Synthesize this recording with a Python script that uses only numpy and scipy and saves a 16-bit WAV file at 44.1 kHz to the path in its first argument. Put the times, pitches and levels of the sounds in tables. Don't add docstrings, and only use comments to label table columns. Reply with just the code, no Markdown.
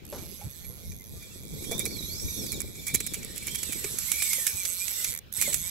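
import sys
import numpy as np
from scipy import signal
from scipy.fft import rfft, irfft
from scipy.io import wavfile
from scipy.ndimage import uniform_filter1d

SR = 44100
rng = np.random.default_rng(int(sys.argv[2]) if len(sys.argv) > 2 else 0)


def persist_wave(psi):
    counts = np.round(np.clip(psi, -1, 1) * 32767).astype(np.int16)
    wavfile.write(sys.argv[1], SR, np.atleast_2d(counts).T)


def magnitude_from_level(level_db):
    exponent = np.asarray(level_db, float) / 20
    return 10 ** exponent


N = 251370
T = np.arange(N) / SR

# (frequency [Hz], level [dB per Hz])
SEA_SPECTRUM = [(300, 1.5), (500, 6), (900, -7), (1400, -6), (3000, 1.5), (5500, -13.5), (9000, -19),
                (15700, -15), (16500, -41)]
SEA_DB = -57
# (time [s], peak level [dB], pitch [Hz], splash share [0-1], decay by 60 dB [s])
HULL_SLAPS = [
    (0.125, -31.5, 574, 0.39, 0.11),
    (0.414, -39, 805, 0.15, 0.1),
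    (0.696, -46, 472, 0.27, 0.13),
    (1.713, -28, 450, 0.13, 0.096),
    (1.72, -31.5, 658, 0.078, 0.075),
    (2.398, -54, 417, 0.073, 0.063),
    (3.845, -27.5, 399, 0.047, 0.06),
    (4.383, -37, 520, 0.1, 0.051),
    (5.477, -29, 561, 0.13, 0.077),
]

# (time [s], level [dB])
BREEZE = [(0, -73), (.6, -48), (1.3, -49), (2.1, -43), (2.8, -46), (3.6, -47.5), (4.4, -52), (5.7, -52.5)]
# (time [s], rumble level [dB], flutter level [dB], length [s])
GUSTS = [(0.18, -45.5, -43, 0.17), (0.462, -34, -45, 0.018), (0.69, -44, -53, 0.02),
         (0.888, -41.5, -64, 0.045), (1.146, -44.5, -50, 0.045), (1.529, -38, -50, 0.028),
         (1.703, -84.5, -37, 0.22), (2.043, -39, -52, 0.012), (2.258, -38, -31.5, 0.024),
         (2.417, -50, -33, 0.042), (2.585, -48.5, -41, 0.077), (2.943, -31, -35, 0.01),
         (3.24, -69, -45.5, 0.38), (3.763, -58, -37.5, 0.023), (3.86, -60, -44.5, 0.093),
         (3.994, -57, -83, 0.13), (4.137, -65, -43.5, 0.014), (4.552, -42, -57, 0.01),
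         (5.098, -41.5, -65, 0.015), (5.394, -48, -58, 0.02), (5.467, -81, -37, 0.043),
         (5.59, -48, -78, 0.076)]
# (frequency [Hz], level [dB per Hz])
RUMBLE_SPECTRUM = [(12, -14), (20, -15.5), (64, 8.5), (212, -2), (260, -13), (340, -17), (570, -120)]
# (frequency [Hz], level [dB per Hz])
FLUTTER_SPECTRUM = [(120, 0), (200, 5.5), (300, 1), (450, -1), (700, -17.5), (1100, -30), (1800, -25)]
FLUTTER_DB, FLUTTER_SHARE = -58, 1.94

# (time [s], pitch [Hz], level [dB], length [s])
SQUEAKS = [
    (1.015, 2070, -51.5, 0.016),
    (1.238, 2430, -55, 0.026),
    (1.32, 2680, -39, .014),
    (2.8, 3560, -42, 0.009),
    (0.857, 2160, -63, 0.046),
    (1.186, 1194, -64, 0.026),
]

# (time [s], peak level [dB], length [s])
SCUFFS = [(1.718, -19, 0.009), (1.7905, -14, 0.012), (1.8543, -7, 0.0058), (2.519, -13.5, 0.0079),
          (2.6026, -18, 0.0076), (2.866, -12, 0.0074), (2.878, -20.5, 0.019), (2.9398, -9.5, 0.013),
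          (2.947, -25, 0.0026), (3.0023, -5.5, 0.0045), (3.067, -6, 0.0038), (3.1355, -12.5, 0.0099),
          (3.2275, -11, 0.0028), (3.468, -15.5, 0.014), (3.5483, -7, 0.0055), (3.628, -11, 0.0054),
          (3.724, -8.5, 0.0053), (3.9884, -20, 0.0014), (4.114, -4, 0.0058), (4.2185, -3, 0.0045),
          (4.327, -7, 0.0079), (4.4632, -4, 0.0054), (4.472, -5.5, 0.0055), (4.649, -2.5, 0.0052),
          (4.8775, -2, 0.0028), (5.042, -2.5, 0.0043), (5.4115, -7.5, 0.0056), (5.421, -8.5, 0.0076),
          (5.525, -3.5, 0.0044), (5.5431, -8, 0.0038)]
# (time [s], peak level [dB])
SAME_LENGTH_SCUFFS = [(0.181, -26.5), (.208, -36), (0.408, -28), (0.642, -25.5), (0.914, -23.5), (1.222, -24.5),
                      (1.432, -30), (1.639, -15), (1.71, -13), (1.964, -23), (2.193, -22), (2.458, -15.5), (2.751, -22),
                      (3.245, -36), (3.362, -20.5), (3.374, -19), (3.582, -14.5), (3.839, -8), (5.5455, -19)]
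SAME_LENGTH_S = 0.0063
# (time [s], level [dB])
NUDGES = [(1.906, -37), (1.959, -44), (2.02, -41), (2.09, -44), (2.141, -46), (2.237, -50), (2.277, -44),
          (2.32, -56), (2.363, -55), (2.413, -44), (2.67, -48), (2.831, -49), (3.203, -63), (3.421, -38)]
# (frequency [Hz], level [dB])
SCUFF_LEFT = [(1000, -10.5), (2300, 6), (4000, 1), (6000, -8.5), (7500, -2.5), (9000, -9), (13000, -13),
              (15800, 8), (16300, -48)]
# (frequency [Hz], level [dB])
SCUFF_RIGHT = [(1000, -16), (2300, 14), (4000, 4), (6000, 10), (7500, 15), (9000, 3.5), (11000, 15),
               (15700, -13), (16300, -62)]
KNOCK_DB, KNOCK_SHARE, KNOCK_DB_PER_MS, KNOCK_FADE_DB_PER_S = -36.5, 1, 1.22, -2.5
# (time [s], level [dB], width [ms])
TOOTH_STRIKES = [(1.6432, -41, 1.4), (1.713, -21, 1.1), (1.7195, -21, 1.0), (1.7204, -20.5, 2),
                 (1.7816, -19, 1.6), (1.795, -12.5, 2.7), (1.8, -29, 1.6), (1.809, -27, 1.5),
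                 (1.8551, -14, 1.8), (1.861, -20, 0.94), (2.4675, -25.5, 1.5), (2.5203, -18, 1.8),
                 (2.5274, -26, 3.7), (2.605, -12, 1.2), (2.61, -26, 2.4), (2.618, -19, 1.5),
                 (2.7499, -35, 1.8), (2.869, -18, 2.2), (2.872, -33, 1.7), (2.883, -20, 8.2),
                 (2.9414, -15, 1.6), (2.946, -10.5, 3.1), (2.951, -8, 4.7), (2.9573, -12, 1.4),
                 (3.0043, -17, 2.3), (3.0662, -14, 1.8), (3.0729, -18, 3.1), (3.1377, -14.5, 1.2),
                 (3.143, -18, 2.7), (3.1828, -35, 1.1), (3.235, -33, 1.4), (3.2486, -18.5, 1.2),
                 (3.3617, -25, 2.6), (3.3805, -19, 2.3), (3.4707, -17.5, 2.5), (3.478, -20, 1.8),
                 (3.549, -15, 1.4), (3.5582, -16.5, 2.3), (3.5906, -35, 1.1), (3.6326, -16.5, 3.1),
                 (3.7242, -15.5, 1.6), (3.7316, -18.5, 2.1), (3.848, -25, 1.2), (3.9875, -14.5, 2.3),
                 (3.9908, -21.5, 5.6), (4.1186, -5.5, 1.9), (4.1214, -18, 1.2), (4.227, -12, 1.6),
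                 (4.334, -12, 3.7), (4.4684, -5.5, 1.7), (4.4717, -15, 1.2), (4.474, -17, 2.9),
                 (4.4794, -28, 1.8), (4.6564, -17, 0.49), (5.0446, -8, 0.8), (5.415, -3, 1.3),
                 (5.416, -23, 1.2), (5.424, -3.5, 1.15), (5.5439, -4.5, 2.4), (5.549, -18, 1.4)]
# (frequency [Hz], level [dB])
STRIKE_RIGHT = [(1000, -22.5), (2300, -9.5), (4000, -15.5), (6000, 3), (7800, 10.5), (9000, 4), (11000, 14),
                (15700, -9), (16300, -53.5)]
STRIKE_DB, STRIKE_LEFT_DB = -4.5, -4.5
STRIKE_RISE, STRIKE_FALL = 0.65, 0.55

# (first click [s], last click [s])
RUNS = [
    (.052, 5.1895),
    (5.326, 5.71),
]
# (slack time [s], slack speed [teeth/s], peak time [s], peak speed [teeth/s])
PULLS = [(.06, 76, .2, 194), (.28, 155, .36, 199), (.5, 129, .6, 181), (.7, 120, .85, 179),
         (.99, 89, 1.3, 240), (1.46, 103, 1.92, 708), (2.03, 597, 2.29, 956), (2.73, 183, 3.02, 648),
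         (3.3, 285, 3.54, 512), (3.95, 266, 4.22, 369), (4.71, 176, 5.05, 228), (5.25, 70, 5.425, 385),
         (5.62, 168, 5.7, 188)]
# (time [s], speed [teeth/s])
PALM = [(1.69, 525), (1.76, 560), (1.83, 578), (1.885, 690), (2.57, 559), (2.65, 251), (2.87, 510),
        (3.11, 555), (3.8, 312), (4.1, 343), (4.29, 348), (4.35, 331), (4.42, 283), (4.475, 272),
        (4.51, 243), (4.57, 194), (5.17, 74), (5.326, 75), (5.4, 345), (5.47, 330), (5.5, 300), (5.56, 225),
        (4.05, 300), (3.6, 482), (3.69, 415), (3.2, 388)]
TEETH = 40
THROB_DB, TWICE_DB = 5, 2.2

# (frequency [Hz], width [Hz], left level [dB], right level [dB])
FRAME_MODES = [(8083, 280, -2.5, 4), (7820, 230, -2, 2.5), (8700, 3500, -22, -22), (7360, 360, -20, -3.5),
               (6930, 430, -6, -10.5), (9944, 69, -24, -3), (10310, 120, -31, -8.5), (8660, 310, -18, -11),
               (9430, 300, -26, -14), (12700, 320, -15, -1.5), (12320, 170, -16, -8)]
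# (frequency [Hz], width [Hz], left level [dB], right level [dB])
RIM_MODES = [(6570, 150, -1.5, -11), (6116, 176, 1, -5), (10884, 260, -9, -1), (11530, 200, -13, 5),
             (9980, 1500, -6, -5.5), (12570, 360, -9, -1.5), (12900, 640, -3, -3), (13800, 250, 0, -7.5),
             (14400, 700, -9, -15), (15000, 430, -1, -10), (15800, 500, -7, -8)]
# (frequency [Hz], width [Hz], left level [dB], right level [dB])
BODY_MODES = [(3575, 1400, 7.5, 6), (3520, 130, -0.5, 0), (4430, 212, -1.5, -1.5), (4560, 420, -5.5, -3.5),
              (5450, 160, -2, -9.5), (5600, 370, -10, -27), (6700, 130, -3, -13.5), (7050, 530, 0.5, -32),
              (5720, 130, -8, -6)]
# (frequency [Hz], width [Hz], left level [dB], right level [dB])
CAGE_MODES = [(2293, 34, 9, 6), (2070, 130, 0, -24), (1330, 1600, -3, -21)]
# (time [s], level [dB])
HUB_FREE = [(0, 0), (3.15, -1), (3.3, -6), (3.5, -4), (3.7, -8), (3.8, -2), (3.95, -8), (5.7, -9)]

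WHINE_PER_TOOTH = 6.35
# (frequency [Hz], level [dB])
WHINE_PATH = [(1300, -46), (1750, -7), (2300, 1.5), (2750, 3), (3300, 5), (3800, 7.5), (6300, 3),
              (8000, -8)]
# (time [s], whine level [dB])
PORTS_FACING = [(1.5, -18), (1.7, -3), (1.83, -2), (1.9, -7), (2.03, -3), (2.5, -3), (2.58, -7), (2.7, -17),
                (2.85, -17), (2.92, -9), (3.0, -19), (3.1, -12), (3.16, -16), (3.21, -9), (3.3, -7),
                (3.4, -18), (3.56, -8), (3.64, -14), (3.7, -6), (3.78, -12), (3.85, -5), (4.02, -12),
                (4.1, 1.5), (4.36, 2), (4.41, -1), (4.5, 10), (4.7, -7), (5.4, -4), (5.455, 7), (5.52, -4),
                (5.7, -5)]
# (time [s], level [dB], length [s])
CHIRPS = [
    (4.595, -43, 0.042),
    (4.82, -43, .028),
    (5.01, -49, 0.05),
    (5.655, -48, 0.039),
]

# (time [s], reel level [dB], facing towards the frame side [dB])
NEARNESS = [(.06, -49.5, -3), (.27, -47.5, -3), (1.07, -47.5, -6), (1.28, -48.5, -1.5), (1.5, -45.5, -2),
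            (1.76, -47.5, -2), (2.44, -45.5, -4.5), (2.63, -46.5, 1.5), (2.8, -47.5, -0.5),
            (3.04, -48.5, 2), (3.29, -47, 2.5), (4.3, -35, -1), (4.58, -36.5, -1.5), (5.15, -35.5, -0.5),
            (5.26, -37.5, -5), (5.36, -36.5, -0.5), (5.47, -36.5, 0), (5.7, -38.5, 0)]
# (time [s], left over right [dB])
PAN = [(.05, -14.5), (1, -5.5), (1.7, -7), (3.2, -3), (4.3, -4), (5.7, -4)]
MID_DB, MID_SPEED = -45, 300
# (level [dB], share of nearness [dB/dB], share of facing [dB/dB], growth [dB per doubling of speed])
FRAME_LAW = (-51, 1.66, 1.18, 4)
RIM_LAW = (-49, 1.3573, -0.75, 3)
BODY_LAW = (-47.5, 1, 0.42, 4)
CAGE_LAW = (-65, 1.66, 3, 0)
WHINE_LAW = (-47, 0.71, 1.65, 6)
HUB_LAW = (-56.5, 1.5, 1.9, 3.5)

# (frequency [Hz], level [dB])
LEFT_DIP = [(7800, 0), (8800, -7), (10800, -7), (11600, 0)]
# (frequency [Hz], level [dB])
SUM_ASIDE = [(1150, 0), (1700, -6), (2050, -2), (2480, 0), (2600, -26), (3080, -26), (3280, -2), (3900, 0)]
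# (frequency [Hz], level [dB])
DIFFERENCE = [(350, 0), (800, -2.5), (1600, 2), (2300, -3.5), (2650, -1), (2950, -7), (3350, 0)]


def evened(x):
    return x / np.sqrt(np.mean(x ** 2) + 1e-20)


def read(points, hz):
    f, value = np.transpose(points)
    return np.interp(np.log(hz + 1), np.log(f + 1), value)


def columns(rows):
    s, *rest = np.transpose(rows)
    return [np.interp(T, s, column) for column in rest]


def coloured(x, spectrum):
    gain = magnitude_from_level(read(spectrum, np.fft.rfftfreq(N, 1 / SR)))
    return irfft(rfft(x) * gain, N)


def lumps(size):
    once = uniform_filter1d(rng.standard_normal((2, N)), size)
    return evened(uniform_filter1d(once, size))


def bell(s, length):
    return np.exp(-((T - s) / length) ** 2)


def resonate(x, hz, width):
    turn = np.exp(2j * np.pi * np.cumsum(hz * np.ones(N)) / SR)
    r = np.exp(-np.pi * width / SR)
    smooth = signal.lfilter([1 - r], [1, -r], x / turn + 1e-18)
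    return 2 * (turn * smooth).real


def ring(drive, modes, rise_s=0.000079):
    t, taps = T[:2000], np.zeros((2, 2000))
    for k, (hz, width, *db) in enumerate(sorted(modes)):
        phase = np.pi * (k + np.c_[[0, .5]])
        decay = np.sqrt(width) * np.exp(-np.pi * width * t)
        taps += magnitude_from_level(np.c_[db]) * decay * np.sin(2 * np.pi * hz * t + phase)
    taps *= (1 - np.exp(-t / rise_s)) ** 2
    out = signal.oaconvolve(drive, taps, axes=1)[:, :N]
    return out / np.std(out.mean(0))


def shifting(x, patchy_db=5.5, fleck_db=3.5):
    z = signal.stft(x, nperseg=512, noverlap=384)[2]
    broad, fine = rng.standard_normal((2, *z.shape))
    broad = evened(uniform_filter1d(uniform_filter1d(broad, size=5, axis=1), size=60, axis=2))
    fine = evened(uniform_filter1d(uniform_filter1d(fine, size=4, axis=1), size=16, axis=2))
    gain = evened(magnitude_from_level(patchy_db * broad + fleck_db * fine))
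    return signal.istft(z * gain, nperseg=512, noverlap=384)[1][:, :N]


def water():
    sea = evened(coloured(rng.standard_normal((2, N)), SEA_SPECTRUM))
    wash = magnitude_from_level(SEA_DB + 2) * shifting(sea, patchy_db=3, fleck_db=3.5)
    splash_spectrum = [(150, 9), (350, 21), (900, 14.5), (2000, 2), (6000, 3), (12000, -16)]
    splash = evened(coloured(rng.standard_normal(N), splash_spectrum))
    slaps = np.zeros(N)
    for s, db, hz, share, t60 in HULL_SLAPS:
        u = np.clip(T - s, 0, None)
        note = np.sin(2 * np.pi * hz * u * (1 + 1.16 * u))
        lasting_splash = splash * magnitude_from_level(45 * u / t60)
        envelope = magnitude_from_level(db - 60 * u / t60) * (1 - np.exp(-u / 0.00042))
        slaps += envelope * ((1 - share) * note + share * lasting_splash)
    return wash + slaps * magnitude_from_level([[1.5], [-1.5]])


def buffets():
    breeze_db = columns(BREEZE)[0]
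    rumble = magnitude_from_level(breeze_db)
    flutter = magnitude_from_level(FLUTTER_DB + FLUTTER_SHARE * (breeze_db + 51.5))
    for s, rumble_db, flutter_db, length in GUSTS:
        gust = bell(s, length)
        rumble = rumble + magnitude_from_level(rumble_db) * gust
        flutter = flutter + magnitude_from_level(flutter_db) * gust
    return rumble, flutter


def wind():
    rumble_gain, flutter_gain = buffets()
    low, high = rng.standard_normal((2, 2, N))
    rumble = evened(coloured(low, RUMBLE_SPECTRUM) * magnitude_from_level(1.95 * lumps(size=1200)))
    high = high + 0.057 * high[::-1]
    flutter = evened(coloured(high, FLUTTER_SPECTRUM) * magnitude_from_level(4.97 * lumps(size=350)))
    return rumble_gain * rumble + magnitude_from_level(-3.5) * flutter_gain * flutter * magnitude_from_level([[.7], [-.7]])


def squeaks():
    return sum(magnitude_from_level(db) * bell(s, length) * np.sin(2 * np.pi * hz * T) for s, hz, db, length in SQUEAKS)


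def tooth_strikes(noise):
    push = np.zeros(N)
    u = np.arange(-200, 600) / SR * 1000
    for s, db, ms in TOOTH_STRIKES:
        at = round(s * SR)
        rise, fall = -(u / (STRIKE_RISE * ms)) ** 2, -u / (STRIKE_FALL * ms)
        push[at - 200:at + 600] += magnitude_from_level(db) * np.exp(np.where(u < 0, rise, fall))
    left = evened(coloured(noise[0], SCUFF_LEFT))
    right = evened(coloured(noise[1], STRIKE_RIGHT))
    return magnitude_from_level(STRIKE_DB) * push * np.array([magnitude_from_level(STRIKE_LEFT_DB - 7) * left, right])


def scuffs(contact, grit_db=3.5, rise_s=.002):
    scrape, knock = np.zeros(N), np.zeros(N)
    u = T[:2000]
    same_length = [(s, db, SAME_LENGTH_S) for s, db in SAME_LENGTH_SCUFFS]
    for s, db, length in [*SCUFFS, *same_length]:
        at = slice(round(s * SR), round(s * SR) + 2000)
        rise = (1 - np.exp(-u / (rise_s + 0.18 * length))) ** 2
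        shape = rise * np.exp(-(u / (1.82 * length)) ** 2)
        scrape[at] += magnitude_from_level(db) * shape
        knock_db = KNOCK_DB + KNOCK_SHARE * (db + 12)
        knock_db += KNOCK_DB_PER_MS * 1000 * length + KNOCK_FADE_DB_PER_S * s
        knock[at] += magnitude_from_level(knock_db) * shape
    for s, db in NUDGES:
        knock[round(s * SR):][:2000] += magnitude_from_level(db) * np.exp(-((u - .006) / 0.005) ** 2)
    grit = evened(magnitude_from_level(grit_db * lumps(size=16)[0]))
    grit *= 0.56 + 0.27 * np.minimum(contact, 1.6)
    noise = rng.standard_normal((2, N))
    noise += .5 * noise[::-1]
    tone = np.array([coloured(noise[0], SCUFF_LEFT), coloured(noise[1], SCUFF_RIGHT)])
    rasp = magnitude_from_level(-12) * scrape * grit * tone / tone[1].std()
    thud = magnitude_from_level(21.5) * resonate(knock * evened(rng.standard_normal(N)), 2313, 42)
    ringing = magnitude_from_level(-24) * scrape.std() * ring(scrape * grit * noise, FRAME_MODES + RIM_MODES)
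    return tooth_strikes(noise[:, ::-1]) + ringing + rasp + thud


def spool_speed():
    pulls = map(tuple, np.reshape(PULLS, (-1, 2)))
    s, v = np.transpose(sorted([*pulls, *PALM]))
    step = np.diff(v) / np.diff(s)
    a, b = step[:-1], step[1:]
    slope = np.r_[0, np.where(a * b > 0, 2 * a * b / (a + b + 1e-9), 0), 0]
    k = np.clip(np.searchsorted(s, T) - 1, 0, len(s) - 2)
    span = s[k + 1] - s[k]
    u = np.clip((T - s[k]) / span, 0, 1)
    glide = v[k] + (v[k + 1] - v[k]) * u * u * (3 - 2 * u)
    return glide + span * u * (1 - u) * (slope[k] * (1 - u) - slope[k + 1] * u)


def pawl(speed, climb_s=0.0021, chatter_s=0.0007, tooth_db=0.5):
    teeth, snaps = np.zeros(N), np.zeros(N + 1)
    worn_db = tooth_db * rng.standard_normal(TEETH)
    for start, stop in RUNS:
        on = (T >= start) & (T < stop)
        teeth[on] = np.cumsum(speed[on]) / SR
        teeth[on] += (-teeth[on][-1] % 1 + 1e-6) * (stop < T[-1])
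        count = np.arange(int(teeth[on][-1]) + 1)
        wobble = .004 * rng.standard_normal(4000)[count]
        at = np.interp(count + wobble, teeth[on], T[on]) * SR
        whole, part = at.astype(int), at % 1
        size_db = worn_db[count % TEETH] + tooth_db * rng.standard_normal(4000)[count]
        size = magnitude_from_level(size_db) / np.sqrt(speed[whole])
        snaps[whole] += size * (1 - part)
        snaps[whole + 1] += size * part
    snaps = snaps[:N]
    u = np.arange(-300, 301) / SR
    contact = signal.oaconvolve(snaps, np.exp(np.minimum(u / climb_s, -u / chatter_s)), "same")
    contact = contact / np.sqrt(uniform_filter1d(contact ** 2, size=1500) + 1e-9)
    return evened(snaps), contact, teeth


def part_levels(speed):
    near_db, facing_db = columns(NEARNESS)
    controls = np.array([np.ones(N), near_db - MID_DB, facing_db, np.log2(speed / MID_SPEED)])
    return np.array([FRAME_LAW, RIM_LAW, BODY_LAW, CAGE_LAW, WHINE_LAW, HUB_LAW]) @ controls


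def clicks(levels, snaps, contact, teeth, turning):
    frame_db, rim_db, body_db, cage_db, _, hub_db = levels
    scratch, rub = rng.standard_normal((2, 2, N))
    bright = np.c_[[.55, .95]] * snaps + .65 * contact * scratch + .25 * turning * rub[::-1]
    dull = 0.45 * snaps + .6 * contact * scratch + 0.7 * turning * rub
    turns = teeth / TEETH
    throb_db = THROB_DB * np.cos(2 * np.pi * (turns + 0.35))
    twice_db = TWICE_DB * np.cos(4 * np.pi * (turns + 0.38))
    out = magnitude_from_level(frame_db + 1.5 + twice_db) * ring(bright, FRAME_MODES)
    out += magnitude_from_level(rim_db) * ring(bright, RIM_MODES)
    out += magnitude_from_level(body_db - 1.5) * ring(dull, BODY_MODES)
    out += magnitude_from_level(cage_db) * ring(dull, CAGE_MODES[1:])
    out += magnitude_from_level(hub_db + throb_db + columns(HUB_FREE)[0]) * ring(dull, CAGE_MODES[:1])
    return shifting(out, patchy_db=2, fleck_db=2.8)


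def port_whine(whine_db, speed, contact, turning):
    air = rng.standard_normal((2, N)) * (1.5 + contact)
    air += 0.17 * air[0]
    hz = WHINE_PER_TOOTH * speed
    whine = evened(np.array([resonate(resonate(a, hz, 120), hz, 160) for a in air]))
    whine_db = whine_db + columns(PORTS_FACING)[0] + 2.5 * lumps(size=700)
    octave = evened(resonate(resonate(air[0], 2 * hz, 55), 2 * hz, 55))
    octave = coloured(octave, [(1900, -6), (2330, 0), (2600, -2), (3100, 4)])
    chirp_gain = sum(magnitude_from_level(db) * bell(s, length) for s, db, length in CHIRPS)
    return magnitude_from_level(whine_db) * turning * coloured(whine, WHINE_PATH) + chirp_gain * octave


def reel(speed, snaps, contact, teeth):
    levels = part_levels(speed)
    turning = uniform_filter1d(1. * (teeth > 0), size=300) * np.minimum(speed / 200, 1)
    out = clicks(levels, snaps, contact, teeth, turning)
    out = out + port_whine(levels[4], speed, contact, turning)
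    out = coloured(out, [(500, -5.5), (1000, -1.5)])
    return out * magnitude_from_level(np.outer([.5, -.5], columns(PAN)[0] - 0.5))


def scene():
    speed = spool_speed()
    snaps, contact, teeth = pawl(speed)
    background = water() + wind() + squeaks()
    return background + scuffs(contact) + reel(speed, snaps, contact, teeth)


def roll_off(x):
    return signal.sosfilt(signal.butter(12, 15800, fs=SR, output="sos"), x)


def record(dry):
    aside = np.interp(T, [.3, .9, 2.85, 3.1], [0.37, 0.9, 0.95, 0.35])
    both = (dry[0] + dry[1]) / 2
    apart = coloured((dry[0] - dry[1]) / 2, DIFFERENCE)
    both = both + aside * (coloured(both, SUM_ASIDE) - both)
    heard = np.array([coloured(both + apart, LEFT_DIP), both - apart])
    ceiling = .9
    limited = ceiling * np.tanh(heard / ceiling)
    finished = coloured(limited, [(15750, 0), (15900, -28), (16600, -50)])
    return roll_off(finished)


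dry = scene()
out = record(dry)
persist_wave(out)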